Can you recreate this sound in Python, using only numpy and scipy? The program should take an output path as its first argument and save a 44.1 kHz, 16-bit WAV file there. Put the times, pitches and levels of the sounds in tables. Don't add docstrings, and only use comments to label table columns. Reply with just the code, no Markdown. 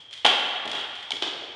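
import sys
import numpy as np
from scipy import signal
from scipy.fft import rfft, irfft
from scipy.io import wavfile
from scipy.ndimage import uniform_filter1d

SR = 44100
rng = np.random.default_rng(int(sys.argv[2]) if len(sys.argv) > 2 else 0)


def unload_wav(signal):
    wavfile.write(
        sys.argv[1],
        SR,
        np.round(np.clip(np.atleast_2d(signal).T, -1, 1) * 32767).astype(np.int16),
    )


N = 68355
T, FREQS = np.arange(N) / SR, np.fft.rfftfreq(2 * N, 1 / SR)
HIT_N = 6144
HIT_T, HIT_FREQS = T[:HIT_N], np.fft.rfftfreq(2 * HIT_N, 1 / SR)

# (time [s], level [dB], t60 [s], tilt [dB/octave], hall send [dB])
SLAPS = [(0.2473, -23, 0.0098, -1, 3.5), (0.2502, -15.5, 0.039, -0.08, 1.5), (0.2554, -23.5, 0.0035, 1, 5),
         (0.2625, -14, 0.017, 2.5, -6.5), (0.2682, -18.5, .05, 2.5, -1.5), (.731, -30.5, .05, 0.7, 7),
         (.755, -33.5, 0.17, 1.2, 4)]
# (frequency [Hz], gain [dB])
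SLAP_EQ = [(40, -46), (150, -17), (260, -11), (380, -3.5), (520, -3.5), (800, -3), (1100, -3.5),
           (1600, -5.5), (2100, -9.5), (2700, -10), (3300, -11.5), (4200, -14.5), (6500, -14), (10000, -17),
           (12000, -16)]
# (time [s], level [dB], t60 [s], tilt [dB/octave], hall send [dB])
CRACKS = [(1.1067, -24, .016, 6.8, -7), (1.1189, -34, 0.035, 1.5, -7), (1.167, -38.5, 0.015, -0.5, -9),
          (1.2225, -25, 0.028, 0.5, 2), (1.2306, -29.5, .055, 0.5, -3)]
# (frequency [Hz], gain [dB])
CRACK_EQ = [(40, -45), (220, -19), (370, -2.5), (520, -7), (680, -2.5), (1200, -8), (2000, -10.5),
            (2700, -12), (3300, -11.5), (3800, -9.5), (4600, -9), (5400, -9), (7500, -12), (10000, -19),
            (12000, -19.5)]
# (frequency [Hz], gain [dB], t60 [s])
SHAFT_MODES = [(2242, 4, 0.021), (2884, -3.5, 0.019), (4180, 1, 0.012), (4960, -10, 0.016)]
# (time [s], level [dB], pitch [ratio], hall send [dB])
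KNOCKS = [(.2527, -14.5, 1.036, -2.5), (1.1078, -34, 1.092, -3), (1.2235, -36, .48, 2.5)]
# (frequency [Hz], gain [dB], t60 [s])
BOARD_MODES = [(388.5, -12, 0.13), (724, 7.5, 0.035), (795, 8.5, 0.041), (1450, -16, 0.033)]
# (time [s], level [dB], t60 [s], hall send [dB])
CLINKS = [(.004, -46.5, 0.15, -2.5), (0.063, -59, 0.016, -3), (0.109, -46.5, 0.043, 10.5),
          (.128, -39.5, 0.038, -2), (0.1359, -37.5, 0.03, -2.5), (.176, -42.5, 0.038, -4),
          (0.655, -38.5, 0.032, -2), (0.6757, -34, 0.033, 3), (0.697, -46, 0.015, -10),
          (.715, -29.5, 0.021, -21), (.75, -39, 0.037, -11), (.8105, -40, 0.034, -11),
          (.953, -40.5, 0.051, 2), (1.007, -49.5, 0.015, -1), (1.027, -40.5, 0.061, -2.5),
          (1.118, -29, 0.032, 0.5), (1.434, -59, .02, -8)]
# (frequency [Hz], gain [dB])
PLATE_EQ = [(200, -57), (900, -16), (1600, -7), (2100, -2), (2800, -10.5), (3250, -1), (3700, -6.5),
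            (4600, -1.5), (6200, -0.5), (8000, -0.5), (10500, -2), (12000, -13)]
# (time [s], level [dB], t60 [s], tilt [dB/octave], hall send [dB])
THUDS = [(.652, -36.5, 0.07, -4.5, 2.5), (.664, -34, 0.031, -1, 1.5), (.738, -38, 0.054, -1.5, -10),
         (1.129, -34, 0.17, -7.5, -2.5), (1.223, -32.5, 0.051, -0.5, -7), (1.263, -33.5, 0.042, 3.5, -3),
         (1.326, -37.5, 0.055, 3.5, 4.5), (1.418, -40, 0.04, 3.5, 1.5), (1.49, -46, 0.07, 3, 7.5)]
# (frequency [Hz], gain [dB])
THUD_EQ = [(40, -42), (90, -14.5), (150, -16), (230, -8.5), (350, 2), (500, 0), (720, 0), (1200, -19),
           (2500, -23.5), (8000, -46)]
# (frequency [Hz], t60 [s])
HALL_DECAY = [(100, 1.16), (350, 1.29), (800, 1.765), (1800, 2.25), (3300, 1.546), (5500, 1.25),
              (11000, 0.83)]
# (delay [s], gain [dB])
WALL_ECHOES = [(0.018, -18.5), (0.0195, -18), (0.0506, -14)]
# (frequency [Hz], gain [dB])
ROOM_TONE_EQ = [(25, -20), (75, 0.5), (125, 0.5), (180, -12), (400, -7), (700, -7), (1500, -12),
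                (2900, -17.5), (3230, -4.5), (3600, -23), (6000, -17), (11000, -24)]
# (frequency [Hz], gain [dB])
TREBLE_ROLLOFF = [(10000, 0), (11000, -2.5), (11800, -14)]

PORT_HZ, PORT_Q = 3297, 7.77


def stick_blows():
    slaps = [contact(burst(SLAP_EQ, t60, tilt), at, db, send) for at, db, t60, tilt, send in SLAPS]
    cracks = [contact(burst(CRACK_EQ, t60, tilt), at, db, send) for at, db, t60, tilt, send in CRACKS]
    rebound = contact(ring(SHAFT_MODES), at_s=1.119, level_db=-33, send_db=-9)
    return slaps + cracks + [rebound]


def shield_knocks():
    return [contact(ring(BOARD_MODES, pitch), at, db, send) for at, db, pitch, send in KNOCKS]


def armour_clinks():
    return [contact(burst(PLATE_EQ, t60), at, db, send) for at, db, t60, send in CLINKS]


def footwork():
    return [contact(burst(THUD_EQ, t60, tilt), at, db, send) for at, db, t60, tilt, send in THUDS]


def burst(eq, t60, tilt_db=0, evenness=0.62):
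    spectrum = rfft(rng.standard_normal(HIT_N) * fade(t60, HIT_T), 2 * HIT_N)
    smoothed_power = uniform_filter1d(np.abs(spectrum) ** 2, size=110)
    chance_db = 10 * np.log10(np.abs(smoothed_power) + 1e-9)
    colour_db = curve(eq, HIT_FREQS) + tilt_db * np.log2((HIT_FREQS + 1) / PORT_HZ)
    return irfft(spectrum * minimum_phase(colour_db - evenness * chance_db))[:HIT_N]


def ring(modes, pitch=1, attack_s=0.00068):
    t = HIT_T * pitch
    tone = sum(amp(db) * fade(t60, t) * np.sin(2 * np.pi * hz * t) for hz, db, t60 in modes)
    return tone * (1 - np.exp(-t / attack_s))


def contact(hit, at_s, level_db, send_db):
    hit = amp(level_db) * unit_energy(hit) * np.sqrt(0.005 * SR)
    direct = np.pad(hit, (round(at_s * SR), N))[:N]
    return direct, amp(send_db) * direct


def hall_response(early_t60_s=0.57, early_db=-2.5, build_s=0.011, grain=0.12):
    hz, t, bands = signal.stft(rng.standard_normal(N), SR, nperseg=256)
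    band_decay = fade(curve(HALL_DECAY, hz)[:, None], t)
    tail = signal.istft(bands * band_decay, SR, nperseg=256)[1][:N]
    clumps = np.exp(grain * rng.standard_normal(N)[np.arange(N) // 64])
    early = rng.standard_normal(N) * clumps * fade(early_t60_s)
    build = 1 - np.exp(-(T / build_s) ** 2)
    response = unit_energy(unit_energy(tail * build) + amp(early_db) * unit_energy(early * build))
    for delay, echo_db in WALL_ECHOES:
        response[round(delay * SR)] += amp(echo_db)
    return response


def room_tone(level_db=-57.5):
    noise = filtered(rng.standard_normal(N), amp(curve(ROOM_TONE_EQ, FREQS)))
    return amp(level_db) * noise / noise.std()


def amp(db):
    return 10 ** (np.asarray(db) / 20)


def curve(points, hz):
    point_hz, values = np.transpose(points)
    return np.interp(np.log(hz + 1), np.log(point_hz + 1), values)


def fade(t60, t=T):
    return amp(-60 * t / t60)


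def unit_energy(x):
    return x / np.sqrt(np.sum(x ** 2) + 1e-20)


def filtered(x, response):
    return irfft(rfft(x, 2 * N) * response)[:N]


def minimum_phase(gain_db):
    cepstrum = irfft(np.log(amp(gain_db)))
    half = len(cepstrum) // 2
    cepstrum[1:half] *= 2
    cepstrum[half + 1:] = 0
    return np.exp(rfft(cepstrum))


def scene(positions=5):
    direct, sends = zip(*(stick_blows() + shield_knocks() + armour_clinks() + footwork()))
    buses = [sum(sends[k::positions]) for k in range(positions)]
    reverb = sum(signal.fftconvolve(bus, hall_response())[:N] for bus in buses)
    return (sum(direct) + reverb + room_tone())[None]


def record(dry, ceiling=0.68, low_cut_hz=78, top_hz=11800):
    port = 1 / (1 - (FREQS / PORT_HZ) ** 2 + 1j * FREQS / (PORT_HZ * PORT_Q))
    coloured = filtered(dry[0], port)
    saturated = coloured / (1 + (coloured / ceiling) ** 4) ** 0.25
    low_cut = (1j * FREQS / (low_cut_hz + 1j * FREQS)) ** 2
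    trimmed = filtered(saturated, low_cut * amp(curve(TREBLE_ROLLOFF, FREQS)))
    band_limit = signal.ellip(10, 0.2, 70, top_hz, fs=SR, output="sos")
    return signal.sosfilt(band_limit, trimmed)[None]


dry = scene()
out = record(dry)
unload_wav(out)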